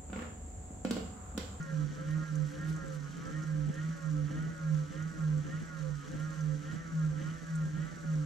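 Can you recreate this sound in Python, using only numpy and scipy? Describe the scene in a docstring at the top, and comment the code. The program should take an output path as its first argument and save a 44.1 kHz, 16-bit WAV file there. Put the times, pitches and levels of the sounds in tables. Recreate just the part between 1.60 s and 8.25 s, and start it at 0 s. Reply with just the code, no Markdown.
"""A deep throbbing hum and a surging whirr: a geared electric motor is cranked by hand on a steel workbench.
Each push of the arm speeds the rotor up, and all the pitches rise with it. The springy mount hums as the
motor rocks, a slow wheel throbs, loaded teeth rumble and rasp, and rotor and gear tones glide through the
casing's resonances. The brushes hiss and crackle, with small ticks and a few brief scuffs on top."""
import sys
import numpy as np
from scipy import signal
from scipy.fft import rfft, irfft, next_fast_len
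from scipy.io import wavfile
from scipy.ndimage import uniform_filter1d

SR = 44100
rng = np.random.default_rng(int(sys.argv[2]) if len(sys.argv) > 2 else 0)


def bounce(signal):
    """Save signal as a 16-bit WAV file at the path given by the first command-line argument."""
    frames = np.transpose(np.atleast_2d(signal))
    limited = np.clip(frames, -1, 1)
    pcm = np.round(limited * 32767).astype(np.int16)
    wavfile.write(sys.argv[1], SR, pcm)


N = 293467
T = np.arange(N) / SR  # time in seconds


def undb(db):
    """Turn decibels into a gain."""
    return 10 ** (np.asarray(db) / 20)


def unit(x):
    """Scale a sound to an average (rms) strength of 1."""
    return x / np.sqrt(np.mean(x ** 2))


def colour(x, points):
    """Filter a sound by an outline of (Hz, dB) points, falling 20 dB per octave outside it."""
    hz, db = np.transpose(points)
    size = next_fast_len(N + 8192)
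    bins = np.maximum(np.arange(size // 2 + 1) * SR / size, 1)
    octaves_below = np.maximum(np.log2(hz[0] / bins), 0)
    octaves_above = np.maximum(np.log2(bins / hz[-1]), 0)
    outline_db = np.interp(np.log(bins), np.log(hz), db)
    gain = undb(outline_db - 20 * (octaves_below + octaves_above))
    return irfft(rfft(x, size) * gain, size)[..., :N]


def walk(rate):
    """Wander smoothly and at random with spread 1; rate is new random steps per second."""
    k = max(int(SR / rate), 2)
    steps = np.repeat(rng.standard_normal(N // k + 1), k)
    smooth = uniform_filter1d(uniform_filter1d(steps, k), k)
    return unit(smooth[:N])


def pan(x, side_db):
    """Place a sound by its left minus right level in dB."""
    return x * undb(np.array([[.5], [-.5]]) * side_db)


def stereo_noise(spread):
    """Make noise with a part shared by the ears and a part that differs between them."""
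    mid, side = rng.standard_normal((2, N))
    return unit(mid + spread * side * np.array([[1], [-1]]))


def reflect(x, t60, wet_db):
    """Add a dense cloud of reflections for each ear, dying by 60 dB in t60 seconds."""
    t = T[:SR // 2]
    fade = undb(-60 * t / t60) * (t > .001)
    tail = rng.standard_normal((2, len(t))) * fade
    tail /= np.sqrt(np.sum(tail ** 2, axis=1, keepdims=True))
    reflections = signal.fftconvolve(np.atleast_2d(x), tail, axes=1)[:, :N]
    return x + undb(wet_db) * reflections


def angle(hz):
    """Add up the turning rate into the angle turned, in radians."""
    return 2 * np.pi * np.cumsum(hz) / SR


def ports(phase, lead):
    """Make a stereo tone whose left wave runs ahead by lead radians (behind if negative)."""
    return np.sqrt(2) * np.sin(phase + lead * np.array([[.5], [-.5]]))


def each_turn(turn, at, width):
    """Rise from 0 to 1 and back at the same place in every turn of the crank."""
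    return np.exp(-(((turn - at + .5) % 1 - .5) / width) ** 2)


# Turns of the crank. Each row: start of the push in seconds, rotor rate then in Hz, length of the push
# in seconds, rotor rate reached in Hz, level in dB of the rotor's second harmonic before it fades in coasting.
TURNS = [(-0.3, 137, 0.27, 158.8, -53), (0.3, 142.5, 0.27, 156.4, -54), (0.872, 144.2, 0.24, 158.2, -51),
         (1.521, 136.3, 0.27, 155.9, -53), (2.071, 144.5, 0.22, 162.8, -53.5),
         (2.65, 143.3, 0.21, 162.7, -50.5), (3.28, 144, 0.18, 162.3, -57), (3.82, 143.3, 0.2, 164.6, -50.5),
         (4.38, 138.3, 0.28, 155.9, -57.5), (5.0, 145.3, 0.21, 167.4, -51.5),
         (5.56, 146.5, 0.21, 167.4, -54.5), (6.12, 150, 0.19, 167.4, -57.5),
         (6.69, 143.2, 0.14, 161.3, -52)]


def crank():
    """Rotor rate and crank position in turns: each push speeds the rotor up, then the load slows it."""
    start, slow_hz, push_s, fast_hz, _ = np.transpose(TURNS)
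    corner_times = np.column_stack([start, start + push_s]).ravel()
    corner_hz = np.column_stack([slow_hz, fast_hz]).ravel()
    corner_numbers = np.arange(len(corner_times))
    stroke = np.interp(T, corner_times, corner_numbers)
    part = stroke % 1
    eased = np.floor(stroke) + .5 * (part + np.sin(np.pi * part / 2) ** 2)  # rounds the corners
    speed = np.interp(eased, corner_numbers, corner_hz)
    turn = np.interp(T, start, np.arange(len(start)))
    return uniform_filter1d(speed, SR // 50), turn


# The motor rocks on its mount about twice a turn. Each row: middle in seconds, half length in seconds,
# level of the hum in dB, left minus right in dB at the middle.
ROCKS = [(-0.02, 0.057, -35.5, 3), (0.192, 0.095, -34, -11.5), (0.546, 0.097, -33.5, -5),
         (0.79, 0.095, -34.5, -14), (1.097, 0.12, -35, -4.5), (1.376, 0.098, -44.5, -18.5),
         (1.777, 0.04, -35.5, -10), (1.975, 0.14, -33.5, -9), (2.255, 0.095, -35.5, -3.5),
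         (2.562, 0.12, -32.5, -10), (2.822, 0.09, -34, 1), (3.136, 0.11, -30, -5.5),
         (3.426, 0.076, -36.5, -4), (3.707, 0.11, -29.5, -6.5), (3.985, 0.077, -37.5, -4.5),
         (4.267, 0.12, -40.5, -18), (4.642, 0.084, -37.5, -11), (4.878, 0.11, -33.5, -9.5),
         (5.135, 0.09, -39.0, -7.5), (5.432, 0.1, -29.5, -2.5), (5.63, 0.13, -37.5, -7.5),
         (5.999, 0.11, -32.0, -2), (6.192, 0.07, -34, -5), (6.557, 0.1, -30.5, -4.5)]
ROCK_SQUARENESS, ROCK_DRIFT_DB = 3.34, -2  # shape of a swell; change of left minus right per half length
HUM_REST_DB = -49  # hum between swells


def rocking():
    """Strength of the hum in each ear: every rock is a rounded swell that drifts to the right."""
    power = undb(HUM_REST_DB) ** 2
    for s, half_s, db, side_db in ROCKS:
        along = np.clip((T - s) / half_s, -4, 4)
        swell = undb(db) * np.exp(-np.abs(along) ** ROCK_SQUARENESS)
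        power = power + pan(swell, side_db + ROCK_DRIFT_DB * along) ** 2
    return np.sqrt(power)


MOUNT_HZ = 156.1  # the mount's own resonance


def hum(speed, strength, follow, lag_s, waver_db, side_db):
    """The springy mount follows the rotor late, pulled towards its own resonance."""
    late_speed = np.interp(T - lag_s, T, speed)
    hz = MOUNT_HZ + follow * (late_speed - MOUNT_HZ)
    tone = ports(angle(hz) + .025 * walk(60), lead=-.4)
    return pan(tone, side_db + waver_db * walk(25)) * strength


# A slow wheel at a fifth of the rotor rate. Each row: harmonic, level in dB before the swells,
# share of the hum's swell, the coasting fade and the wander (0 to 1), change under a push in dB.
WHEEL = [(1, -67, .05, 0), (2, -59.5, 0.64, -2), (3, -64.5, 0.76, 3.5)]
WHEEL_COAST_DB = -12 - 4  # full fade while the crank coasts, scaled by each share


def wheel(shaft, rock, push, coast, apart_db):
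    """A slow wheel throbs; its overtones swell when the mount rocks and fade while the crank coasts."""
    rock_db = uniform_filter1d(20 * np.log10(rock.mean(axis=0)), SR // 12)
    swell_db = rock_db - rock_db.mean() + WHEEL_COAST_DB * coast
    out = 0
    for k, db, share, push_db in WHEEL:
        tone = ports(k * shaft / 5 + .4 * walk(22), lead=-.7)
        tone = pan(tone, apart_db * walk(15))
        wander_db = 5.7 * walk(30)
        out = out + tone * undb(db + push_db * push + share * (swell_db + wander_db))
    return pan(out, side_db=-5)


# The teeth grind as the arm bears down. Each row: middle in seconds, half length in seconds, level in dB.
GRINDS = [(0.357, 0.25, -44), (1.06, 0.13, -42.5), (1.264, 0.11, -46), (1.67, 0.093, -41.5),
          (2.087, 0.092, -42.5), (2.775, 0.12, -39), (3.398, 0.094, -44.5), (3.91, 0.16, -41.5),
          (4.552, 0.1, -46), (5.152, 0.044, -41.5), (5.658, 0.13, -43.5), (6.21, 0.16, -45)]
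RUMBLE_REST_DB = -48.5  # gears between the grinds


def grinding():
    """Strength of the gear rumble: a low bed and a swell for each grind."""
    swells = [undb(db) * np.exp(-((T - s) / half_s) ** 2) for s, half_s, db in GRINDS]
    return np.sqrt(undb(RUMBLE_REST_DB) ** 2 + np.sum(np.square(swells), axis=0))


# Colour of the gear rumble. Each row: pitch in Hz, relative strength in dB per Hz.
RUMBLE = [(20, -9), (45, -8), (65, -6.5), (115, -7), (160, 10.5), (215, -4.5), (270, -3), (380, -13),
          (520, -17.5), (750, -22.5), (1500, -49)]


def rumble(shaft, load, octave_db):
    """Loaded teeth knock unevenly over the second harmonic of the rotor, which a broad resonance lifts."""
    uneven_noise = stereo_noise(spread=0.92) * undb(3.3 * walk(60))
    knocks = unit(colour(uneven_noise, RUMBLE))
    octave = ports(2 * shaft + .45 * walk(40), lead=-1) * undb(3 * walk(25))
    octave = unit(colour(octave, [(278, -4.5), (293, 0), (312, 0), (330, -10.5)]))
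    return pan(load * knocks + undb(octave_db) * octave, side_db=-2.5)


# Resonances of the casing. Each row: pitch in Hz, width in Hz, gain in dB.
CASING = [(441.6, 8.3, 6), (520.4, 14.6, 7), (625, 9.3, 3), (1096, 5.1, 3.5), (1147, 33, 0), (1194, 8, -8),
          (1249, 6.6, 8.5), (1325.4, 17, 6), (1385, 47, 6.5), (1620, 32, 2.5), (1852, 57, -2)]


def casing(x):
    """The shell passes every tone a little softened and rings when one glides over a resonance."""
    out = undb(-4) * x
    for hz, width, db in CASING:
        b, a = signal.iirpeak(hz, hz / width, fs=SR)
        out = out + undb(db) * signal.lfilter(b, a, x)
    return out


# Tones of rotor and gear meshes. Each row: multiple of the rotor rate, relative level in dB,
# change under a push in dB, change while slack in dB.
TONES = [(3, -14.5, 0, -7), (3.55, -11.5, -1, -8.5), (4, -26, -1.5, -18), (7, -18.5, -0.5, -7),
         (7.1, -23.5, -2.5, -5), (8, -15, 0.5, -7.5), (9, -13, 0, -1), (10, -19.5, -1, 0),
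         (10.65, -13.5, 0, 2), (11, -18, 1, -7), (12, -15, 2.5, -4), (13, -21.5, -0.5, 4.5)]


def whine(shaft, push, slack, play, low_lead, low_side_db, lead, side_db):
    """Rotor and mesh tones flutter; the play in the gears shakes them most while the arm pushes."""
    shaky = shaft + play * undb(0.86 * push) * walk(50)
    stack = 0
    for multiple, db, push_db, slack_db in TONES:
        low = multiple < 5
        phase = multiple * shaky + rng.uniform(0, 2 * np.pi)
        tone = pan(ports(phase, low_lead if low else lead), low_side_db if low else side_db)
        flutter = 1 + .38 * walk(50) + .22 * np.array([walk(90), walk(90)])  # partly apart in each ear
        stack = stack + tone * flutter * undb(db + push_db * push + slack_db * slack)
    return reflect(casing(stack), t60=.14, wet_db=-8)


def rubbing(shaft, outline, pulse_db, grain_db, spread):
    """Sliding contact: gritty friction whose pressure rises and falls once each revolution of the rotor."""
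    pressure = undb(pulse_db * np.cos(shaft) + grain_db * walk(900) + 0.56 * walk(30))
    return unit(colour(stereo_noise(spread) * pressure, outline))


# Colour of the tooth rasp. Each row: pitch in Hz, relative strength in dB per Hz.
RASP = [(500, -7), (950, -3.5), (1120, -23), (1380, 6.5), (1900, -3), (2300, -6.5), (4000, -34.5)]


def rasp(shaft):
    """Loaded teeth rub with a coarse, wide rasp."""
    return undb(-8.0) * rubbing(shaft, RASP, pulse_db=-0.5, grain_db=3.5, spread=1.0)


# Colour of the teeth scraping under a push. Each row: pitch in Hz, relative strength in dB per Hz.
SCRAPE = [(1500, 6), (2000, 7), (2600, -3), (3050, 7), (3700, -6), (5000, -16.5)]


def scrape(shaft, push):
    """The teeth scrape harder the more the arm speeds the rotor up."""
    grit = rubbing(shaft, SCRAPE, pulse_db=-2.0, grain_db=3.0, spread=0.23)
    return grit * undb(-70.5) * np.maximum(push + 1.45, 0)


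# Colour of the brush hiss. Each row: pitch in Hz, relative strength in dB per Hz.
BRUSH = [(1200, 5), (2500, -3.5), (3050, -0.5), (3700, -4), (4400, -1.5), (5000, -7), (6100, 3), (7700, -1),
         (8600, -11.5), (10500, -13.5), (13000, -19.5), (15500, -32)]


def brushes(shaft, hiss_db, crackle_db, per_second):
    """Carbon on the commutator: an even hiss with a fine crackle, ringing faintly in the end cap."""
    hiss = rubbing(shaft, BRUSH, pulse_db=-0.5, grain_db=1.53, spread=0.71) * undb(0.61 * walk(22))
    spark_db = np.minimum(4 * rng.exponential(size=N), 10)
    sparks = (rng.random((2, N)) < per_second / SR) * undb(spark_db)
    crackle_colour = [(2500, -15.0), (5000, 4.0), (6300, 2), (7700, 16.5), (9000, -14.0),
                      (13000, -4.5), (15500, -23.5)]
    crackle = unit(colour(sparks * undb(2 * walk(20)), crackle_colour))
    return reflect(undb(hiss_db) * hiss + undb(crackle_db) * crackle, t60=.05, wet_db=-7)


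# Ticks of the crank and gears. Each row: start in seconds, peak in dB before the final 4 dB lift
# and the reflections, pitch of the ring in Hz.
TICKS = [(0.0283, -48.5, 6700), (0.755, -46, 6840), (1.1631, -49, 7295), (1.3234, -53, 6300),
         (1.5683, -53.5, 6700), (1.6531, -51, 6040), (1.8346, -50, 6500), (2.141, -51.5, 7260),
         (3.424, -49, 6530), (4.808, -50.5, 6200), (5.9554, -43.5, 7680), (6.5555, -54, 6090)]


def ticks(ring_s, width_hz, snap_db):
    """Small metal contacts: a bright snap and a short ring."""
    out, t = np.zeros(N), T[:SR // 30]
    for s, db, hz in TICKS:
        edges = [max(hz - width_hz / 2, 500), min(hz + width_hz / 2, .45 * SR)]
        band = signal.butter(1, edges, "band", fs=SR, output="sos")
        contact = rng.standard_normal(len(t)) * np.exp(-t / ring_s)
        ring = signal.sosfilt(band, signal.sosfilt(band, contact))
        tick = ring + undb(snap_db) * contact
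        i = int(s * SR)
        out[i:i + len(t)] += (undb(db) * tick / np.abs(tick).max())[:N - i]
    return undb(4) * reflect(out, t60=.06, wet_db=-1)


# Brief bright scuffs. Each row: middle in seconds, level in dB before widening, half length in seconds.
SCUFFS = [(0.513, -60, 0.0089), (.92, -64, 0.055), (1.093, -57, 0.029), (1.35, -59, 0.018),
          (4.601, -61, 0.009)]


def scuffs():
    """Short gritty rubs: bright noise that swells and dies around each moment."""
    swell = sum(undb(db) * np.exp(-np.abs(T - s) / half_s) for s, db, half_s in SCUFFS)
    grit = stereo_noise(spread=0.66) * undb(2.3 * walk(1200))
    return swell * unit(colour(grit, [(3000, 13), (8000, 13), (14000, 1)]))


# How much the treble differs between the ears. Each row: pitch in Hz, lift of side over mid in dB.
WIDTH = [(20, 14), (5500, -4), (8000, 3), (11000, 2.5), (20000, -2)]


def widen(x, points):
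    """Tilt the side of a stereo sound (left minus right) against its mid (left plus right), by frequency."""
    mid = colour((x[0] + x[1]) / 2, [(hz, -db / 2) for hz, db in points])
    side = colour((x[0] - x[1]) / 2, [(hz, db / 2) for hz, db in points])
    return np.array([mid + side, mid - side])


# Places in the turn (0-1, where whole numbers are push starts) and half widths in turns.
SLACK_AT, SLACK_WIDTH = 1, 0.057  # the drive goes slack around the start of each push
COAST_AT, COAST_WIDTH = 0.679, 0.094  # the crank coasts
OCTAVE_COAST_DB = -12  # fade of the rotor's second harmonic in coasting
# The whine is weakest around the slack and grows under a push.
WHINE_DB, WHINE_PUSH_DB, WHINE_SAG_DB, WHINE_SAG_WIDTH = -49.5, 0.62, -3, 0.28


def scene():
    """The crank speed sets the gliding pitches; each push of the arm roughens and brightens the whirr."""
    speed, turn = crank()
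    shaft = angle(speed)
    push = np.minimum(unit(uniform_filter1d(np.gradient(speed), SR // 15)), 1.8)  # acceleration, relative
    slack = each_turn(turn, SLACK_AT, SLACK_WIDTH)
    coast = each_turn(turn, COAST_AT, COAST_WIDTH)
    rock = rocking()

    start, *_, turn_db = np.transpose(TURNS)
    octave_db = np.interp(T, start, turn_db) + OCTAVE_COAST_DB * coast
    body = hum(speed, rock, follow=.7, lag_s=0.037, waver_db=2, side_db=1)
    body = body + wheel(shaft, rock, push, coast, apart_db=2)
    body = body + rumble(shaft, grinding(), octave_db)

    sag = each_turn(turn, SLACK_AT, WHINE_SAG_WIDTH)
    whine_db = WHINE_DB + WHINE_PUSH_DB * push + WHINE_SAG_DB * sag
    tones = whine(shaft, push, slack, play=0.031, low_lead=1.4, low_side_db=-7.0, lead=1.19, side_db=-2.0)
    whirr = (tones + rasp(shaft)) * undb(whine_db) + scrape(shaft, push)

    treble = brushes(shaft, hiss_db=-60.0, crackle_db=-69.5, per_second=55)
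    treble = treble + ticks(ring_s=0.0026, width_hz=2300, snap_db=-23)
    return body + whirr + widen(treble + scuffs(), WIDTH)


def record(dry):
    """A steep low-pass filter removes the treble above 15200 Hz."""
    return signal.sosfilt(signal.ellip(8, .2, 70, 15200, fs=SR, output="sos"), dry)


dry = scene()
out = record(dry)
bounce(out)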